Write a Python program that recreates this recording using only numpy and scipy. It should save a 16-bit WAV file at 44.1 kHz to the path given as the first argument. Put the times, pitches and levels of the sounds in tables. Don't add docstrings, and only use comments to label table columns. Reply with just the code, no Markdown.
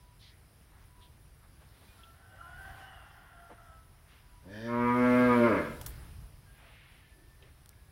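import sys
import numpy as np
from scipy import signal
from scipy.fft import rfft, irfft, next_fast_len
from scipy.io import wavfile
from scipy.ndimage import uniform_filter1d, map_coordinates

SR = 44100
rng = np.random.default_rng(int(sys.argv[2]) if len(sys.argv) > 2 else 0)


def rack_gain(trim_db):
    fader = np.asarray(trim_db, float)
    return 10 ** (fader / 20)


def unload_wav(signal):
    wavfile.write(
        sys.argv[1],
        SR,
        np.round(np.clip(np.atleast_2d(signal).T, -1, 1) * 32767).astype(np.int16),
    )


N = 348998
TIME = np.arange(N) / SR


def unit(x):
    return x / np.sqrt(np.mean(x ** 2) + 1e-20)


def along(points, hz):
    f, v = np.transpose(points)
    return np.interp(np.log(hz + 1), np.log(f + 1), v)


def curves(rows):
    s, *cols = np.transpose(rows)
    return [np.interp(TIME, s, c) for c in cols]


def gate(start, length, edge):
    inside = np.minimum(TIME - start, start + length - TIME)
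    return np.clip(inside / edge, 0, 1) ** 2


def rising(at_s, takes_s):
    return 0.5 + 0.5 * np.tanh((TIME - at_s) / takes_s / 2)


def lifts(rows):
    bells = []
    for s, rise, fall, db in rows:
        side = np.where(TIME < s, rise, fall)
        bells.append(db * np.exp(-0.5 * ((TIME - s) / side) ** 2))
    return np.max(bells, axis=0)


def wobble(rate):
    knots = rng.standard_normal(int(N * rate / SR) + 4)
    return map_coordinates(knots, [TIME * rate])


def coloured(x, level_db):
    m = next_fast_len(len(x) + SR // 2)
    gain = rack_gain(level_db(np.fft.rfftfreq(m, 1 / SR)))
    cepstrum = irfft(np.log(gain + 1e-6), m)
    cepstrum[1:m // 2] *= 2
    cepstrum[m // 2 + 1:] = 0
    return irfft(rfft(x, m) * np.exp(rfft(cepstrum)), m)[:len(x)]


def humps(peaks):
    def level_db(f):
        power = sum(rack_gain(db) ** 2 / (1 + ((f - c) / w) ** 2) ** 2 for c, w, db in peaks)
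        return 10 * np.log10(power)
    return level_db


def rush(spectrum, patchy_db):
    z = signal.stft(rng.standard_normal(N), nperseg=512)[2]
    field = uniform_filter1d(rng.standard_normal(z.shape), size=8, axis=0)
    field = uniform_filter1d(field, size=10, axis=1)
    x = signal.istft(z * rack_gain(patchy_db * unit(field)), nperseg=512)[1][:N]
    return unit(coloured(x, lambda hz: along(spectrum, hz)))


# frequency in Hz, density in dB per Hz.
RUMBLE = [(12, -47), (20, -15.5), (38, -2.5), (59, -1), (118, -7), (152, -10), (220, -29.5), (290, -36),
          (480, -120)]
# peak in seconds, rise in seconds, fall in seconds, lift in dB.
RUMBLE_LIFTS = [
    (2.68, .2, .15, 4.7),
    (5.5, 0.43, 0.23, 12),
    (5.9, 0.23, .35, 13.1),
]


def rumble():
    return rack_gain(-61 + lifts(RUMBLE_LIFTS) + 2.5) * rush(RUMBLE, patchy_db=0.5)


# frequency in Hz, density in dB per Hz.
YARD = [(120, -41), (200, 1), (222, -5), (345, -4.5), (552, -10), (624, -8), (1410, -10.5), (1750, -11.5),
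        (4090, -18), (7500, -33.5), (9750, -63), (16500, -120)]
# frequency in Hz, density in dB per Hz.
HISS = [(2940, -39), (5000, -2), (6610, -11.5), (7980, -10), (8820, -3.5), (10500, 0.5), (11700, -5),
        (15100, -6.5), (15800, -5)]
# peak in seconds, rise in seconds, fall in seconds, lift in dB.
HISS_LIFTS = [
    (1.94, .2, 0.1, 4),
    (2.72, 0.16, 0.11, 5.5),
    (5.25, 0.36, 0.38, 12),
    (5.8, 0.34, 0.3, 10.5),
]


def murmur_and_hiss():
    hiss_db = -72.5 + lifts(HISS_LIFTS)
    murmur = rack_gain(1.05 * (hiss_db + 73.5) - 68.5) * rush(YARD, patchy_db=1.1)
    hiss = rack_gain(hiss_db + 3 + 0.51 * wobble(11)) * rush(HISS, patchy_db=2.0)
    return murmur + hiss


def far_notes(notes):
    out = np.zeros(N)
    drift, flutter = wobble(35), wobble(22)
    for s, length, start_hz, glide_hz, db, octave_db in notes:
        i, n = round(s * SR), round(length * SR)
        u = np.arange(n) / n
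        shift = rng.integers(N - n)
        hz = (start_hz + glide_hz * u) * (1 + 0.0025 * drift[shift:shift + n])
        half_phase = np.pi * np.cumsum(hz) / SR
        tone = np.sin(2 * half_phase) + rack_gain(octave_db) * np.sin(half_phase)
        swell = rack_gain(3 + 2.2 * flutter[shift:shift + n]) * np.sin(np.pi * u ** 0.4) ** 0.6
        out[i:i + n] += rack_gain(db) * swell * tone
    return out


# start in seconds, length in seconds, frequency in Hz, level in dB.
HENS = [(0, 0.15, 990, -72), (0.891, 0.24, 992, -71.5), (0.95, 0.098, 1057, -76), (1.876, .1, 2440, -72),
        (2.415, 0.13, 1036, -64), (2.7, 0.17, 1025, -65.5), (3.65, .41, 1010, -83),
        (4.226, 0.31, 987, -75.5), (6.459, 0.083, 1624, -67), (7.027, 0.078, 1763, -64.5),
        (7.228, 0.13, 1793, -73), (7.389, .09, 1780, -73), (7.696, .2, 1690, -77)]


def hens():
    return far_notes([(s, length, hz, -19, db, -30) for s, length, hz, db in HENS])


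def burst(shape, hz, octaves):
    band = lambda f: np.maximum(-4.3 * (np.log2((f + 1) / hz) / octaves) ** 2, -70)
    return shape * unit(coloured(rng.standard_normal(len(shape)), band))


# start in seconds, length in seconds, centre in Hz, width in octaves, level in dB.
PUFFS = [(0.19, 0.16, 3830, 0.37, -63), (5.865, 0.058, 14000, 0.59, -52.5), (5.815, 0.042, 8800, 1, -62),
         (3.85, 0.98, 1100, 0.92, -75.5), (0.2, 0.24, 2010, 0.21, -72), (0.52, 0.036, 500, 0.29, -76),
         (0.69, 0.24, 1100, 0.81, -70), (1.002, .09, 3370, .25, -67), (1.417, .064, 950, .69, -68),
         (1.605, .05, 570, 1.3, -65.5), (1.808, .07, 770, 0.85, -68), (1.64, 0.67, 3700, 0.36, -75),
         (2.74, 0.16, 1700, 1.04, -67), (3.492, 0.064, 450, 1.16, -56), (4.065, 0.19, 2070, 0.72, -67),
         (6.502, 0.73, 2170, 0.55, -64), (6.564, 0.25, 770, 0.7, -67.5), (7.409, 0.1, 450, 0.42, -68),
         (7.422, 0.12, 2000, .6, -70.5), (7.15, 0.82, 970, 1.4, -81), (7.14, .22, 330, 0.19, -72.5),
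         (1.08, 0.053, 500, .35, -74), (2.3, 0.15, 620, 0.18, -69)]


def snorts_and_rustles():
    out = np.zeros(N + SR)
    for s, length, hz, octaves, db in PUFFS:
        u = np.linspace(0, 1, round(length * SR))
        swell = np.sin(np.pi * u ** 0.7) ** 1.2
        out[round(s * SR):][:len(u)] += rack_gain(db + 3) * burst(swell, hz, octaves)
    return out[:N]


# centre in Hz, width in Hz, level in dB.
BEAK = [(750, 93, 0.5), (1057, 96, -5), (1480, 215, -0.5), (1880, 150, -5), (2860, 250, -13),
        (3260, 230, -14.5)]
# start in seconds, length in seconds, frequency in Hz, glide in Hz, level in dB.
CROWS = [
    (1.98, 0.24, 1350, -14, -65),
    (2.2, 0.23, 1510, 33.5, -65.5),
    (2.385, 0.14, 1345, 57, -57.5),
    (2.461, 0.14, 1450, 10, -55),
    (2.581, 0.305, 1546, -14, -54),
    (2.62, 0.423, 1645, -24, -66.5),
    (3.28, 0.46, 1378, 7.5, -65.5),
    (3.581, 0.26, 1318, -21, -62),
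]
# start in seconds, length in seconds,
# frequency in Hz, glide in Hz, level in dB.
FAR_CALLS = [
    (2.05, 0.33, 1793, 5.5, -78),
    (2.187, 0.14, 2304, -61, -89),
    (2.294, .5, 2850, 201, -74),
    (2.45, .8, 1880, 14.5, -74),
    (2.78, .38, 2880, -170, -67.5),
    (2.799, 0.25, 3034, -220, -67),
]


def roosters():
    tones = far_notes([(*row, -8) for row in CROWS] + [(*row, -30) for row in FAR_CALLS])
    rise_db_per_s, fall_db_per_s, peak_s = 27.5, 11.5, 2.7
    rasp_db = -56 - np.maximum(rise_db_per_s * (peak_s - TIME), fall_db_per_s * (TIME - peak_s))
    throbbing = rng.standard_normal(N) * rack_gain(2 * wobble(90))
    rasp = unit(coloured(throbbing, humps(BEAK)))
    return tones + rack_gain(rasp_db) * gate(1.82, 1.99, edge=0.061) * rasp


# start in seconds, peak in dB, centre in Hz, width in octaves, decay time t60 in seconds.
KNOCKS = [
    (2.033, -47, 3120, 0.18, 0.053),
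    (2.408, -42, 1360, 0.14, 0.07),
    (3.499, -42, 604, 0.48, 0.059),
    (5.566, -15.5, 397, 0.66, 0.024),
    (5.813, -38.5, 750, 0.22, 0.04),
    (5.864, -40.5, 1160, 0.44, 0.04),
    (7.424, -50.5, 2800, 0.29, 0.045),
    (7.729, -55.5, 2000, 0.41, 0.025),
]
# start in seconds, peak in dB, centre in Hz, width in octaves, decay time t60 in seconds.
SNAPS = [
    (2.358, -59, 2730, 2.4, 0.02),
    (5.813, -34, 12400, 4.2, 0.022),
    (5.8621, -28, 14100, 1.95, 0.035),
    (7.6595, -40.5, 5150, 4.5, 0.0072),
    (7.692, -33, 10100, 1.2, 0.0047),
]


def knocks_and_snaps():
    out = np.zeros(N + SR)
    t = np.arange(SR // 8) / SR
    for s, db, hz, octaves, t60 in [*SNAPS, *KNOCKS]:
        decay = rack_gain(-60 * (t / t60) ** 1.4)
        out[round(s * SR):][:len(t)] += rack_gain(db - 8) * burst(decay, hz, octaves)
    return out[:N]


BREAK_S, BREAK_WIDTH_S = 4.96, 0.043

# time in seconds, effort in dB, mouth opening from 0 to 1.
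MOO = [
    (4.4, -60, 0.2),
    (4.488, -54, 0),
    (4.634, -46.5, 0.1),
    (4.69, -39.5, 0.83),
    (4.74, -33, 0.88),
    (4.91, -27, 0.88),
    (5.24, -24.5, 0.84),
    (5.58, -24, 0.78),
    (5.78, -52, 0.81),
]


def effort():
    push_db, opening = curves(MOO)
    catch_db = -3.5 * lifts([(BREAK_S, BREAK_WIDTH_S, BREAK_WIDTH_S, 1)])
    swing_s, swing_hz = 5.29, 8.3
    swing = np.cos(2 * np.pi * swing_hz * (TIME - swing_s))
    swing_db = 2.2 * gate(swing_s, 0.256, edge=0.048) * swing
    over_db = push_db + 25.5
    after = rising(BREAK_S, BREAK_WIDTH_S)
    hum_db = -40 + 0.3 * over_db + 3 * rising(5.14, 0.06) - 1.5 * rising(5.0, 0.03)
    chest_db = push_db + 0.5 - 6 * rising(5.475, 0.016) + 0.33 * catch_db + swing_db
    throat_db = -30 + 0.79 * over_db + catch_db + 2.5 * after
    mouth_db = push_db + catch_db - 0.5 * after - 0.41 * swing_db - 28.5 * (1 - opening)
    return hum_db, chest_db, throat_db, mouth_db


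def hoarseness():
    held = 0.07 + 0.68 * (1 - rising(4.61, 0.045)) + 0.06 * rising(BREAK_S, BREAK_WIDTH_S)
    return np.clip(held + (1 - held) * rising(5.48, 0.05), 0, 1)


def fold_pulses(phase):
    waver = wobble(28)
    out = np.zeros(N)
    for k in range(1, 28):
        drift = rng.normal(0, 1.1) + 0.03 * k * np.roll(waver, 9000 * k)
        level = 1 + 0.025 * k * np.roll(waver, -7000 * k)
        out += level * np.cos(k * phase + drift)
    return unit(out)


def fold_gusts(phase):
    gusts = (1 + 0.4 * np.cos(phase)) * rack_gain(2 * wobble(60)) * rng.standard_normal(N)
    return unit(coloured(gusts, lambda f: 9 * (f > 1300) - 60 * (f > 3700)))


# centre in Hz, width in Hz, level in dB.
NOSE = [(1720, 110, 0), (2380, 110, -14), (3100, 150, -17), (3540, 170, -16), (4650, 300, -21),
        (5500, 450, -23)]


def nostril_air(phase):
    sniff_db = -55 + 27 * (np.clip(TIME, 4.5, 4.75) - 4.5)
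    breath = rng.standard_normal(N) * (1 + 0.29 * np.cos(phase))
    return rack_gain(sniff_db + 2.5) * gate(4.43, 0.35, edge=0.11) * unit(coloured(breath, humps(NOSE)))


# frequency in Hz, density in dB per Hz.
HAZE = [(1410, -23), (2400, -1), (2740, -6), (3200, -7), (3800, -10.5), (8000, -28.5), (10400, -58),
        (17600, -120)]


def mouth_breath(phase, mouth_db):
    smooth_db = uniform_filter1d(mouth_db, size=4000)
    haze_db = 0.52 * (smooth_db + 29.5) - 57 + 6 * rising(BREAK_S, BREAK_WIDTH_S)
    return rack_gain(haze_db) * (1 + 0.16 * np.cos(phase)) * rush(HAZE, patchy_db=2.0)


# frequency in Hz, gain in dB.
TRACT = [(60, -22), (121, -14), (242, 0), (363, -8), (484, -13), (605, -7.5), (726, -27), (847, -21),
         (968, -8), (1210, -11), (1450, -20), (1930, -27), (2100, -20), (2900, -46)]
# centre in Hz, width in
# Hz, gain in dB.
STALL = [(185, 22, -9), (800, 35, -6), (242.4, 1.6, -5), (371, 6, -8), (487, 8, 5), (606, 4.6, -15),
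         (735, 5.7, 8), (860, 5, 7), (996, 6.3, -14), (1082, 5, -6), (1100, 35, -4), (1187, 7.5, -11),
         (1340, 20, -5), (1455, 6, -12), (1492, 5, -5), (1550, 12, -5), (1614, 6.5, 9), (1710, 7, 8),
         (1840, 10, -6), (1890, 10, -9), (2022, 20, -9), (2108, 14, 3), (2240, 12, 4), (2300, 10, 6)]


def path_db(f):
    modes_db = sum(db * np.exp(-0.5 * ((f - c) / w) ** 2) for c, w, db in STALL)
    return along(TRACT, f) + modes_db


# time in seconds, pitch in Hz.
PITCH = [
    (4.42, 80.5),
    (4.53, 103.8),
    (4.67, 118.4),
    (4.924, 121.7),
    (4.96, 123.5),
    (5.188, 124.2),
    (5.268, 123.6),
    (5.468, 116.6),
    (5.62, 74.8),
]


def cow():
    pitch, = curves(PITCH)
    phase = 2 * np.pi * np.cumsum(pitch * (1 + 0.001 * wobble(40))) / SR
    hum_db, chest_db, throat_db, mouth_db = effort()
    palate_db = mouth_db + 2.5 - 2 * rising(BREAK_S - 0.02, 0.0092)
    rough, clean, gusts = hoarseness(), fold_pulses(phase), fold_gusts(phase)
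    sounding = gate(4.39, 1.41, edge=0.07)
    # level in dB, lower and upper edge in Hz, hold (low overtones stay clean longer)
    bands = ((hum_db, 60, 170, 4), (chest_db, 170, 430, 1.2), (throat_db, 430, 780, 0.9),
             (palate_db, 780, 1300, 0.85), (mouth_db - 4, 1300, 3700, 0.8))
    voice = np.zeros(N)
    for db, lo_hz, hi_hz, hold in bands:
        source = (np.sqrt(1 - rough ** (2 * hold)) * clean + rough ** hold * gusts) * sounding

        def part_db(f):
            edges = (1 + (f / hi_hz) ** 12) * (1 + (lo_hz / (f + 1)) ** 12)
            return path_db(f) - 10 * np.log10(edges)
        voice += rack_gain(db - 9.5) * unit(coloured(source, part_db))
    return sounding * (voice + mouth_breath(phase, mouth_db)) + nostril_air(phase)


# frequency in Hz, decay time t60 in seconds.
SHED = [(100, 0.58), (400, 0.61), (2000, 0.56), (8000, 0.082)]


def shed(x):
    hz, t, z = signal.stft(rng.standard_normal(SR), SR, nperseg=256)
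    decay = rack_gain(-60 * t / along(SHED, hz)[:, None])
    tail = signal.istft(z * decay, SR, nperseg=256)[1]
    delayed = np.pad(x, (600, 0))
    return signal.fftconvolve(delayed, tail / np.linalg.norm(tail))[:N]


def scene():
    air = rumble() + murmur_and_hiss()
    birds = hens() + roosters()
    close = snorts_and_rustles() + knocks_and_snaps()
    low = cow()
    answer = shed(rack_gain(-13) * low + rack_gain(-5.5) * birds)
    return (low + birds + answer + close + air)[None]


def top_cut(x):
    return signal.sosfilt(signal.butter(12, 16860, fs=SR, output="sos"), x)


def record(dry):
    passed = np.fft.rfftfreq(N, 1 / SR) < 15830
    kept = irfft(rfft(dry) * passed, N)
    return top_cut(kept)


dry = scene()
out = record(dry)
unload_wav(out)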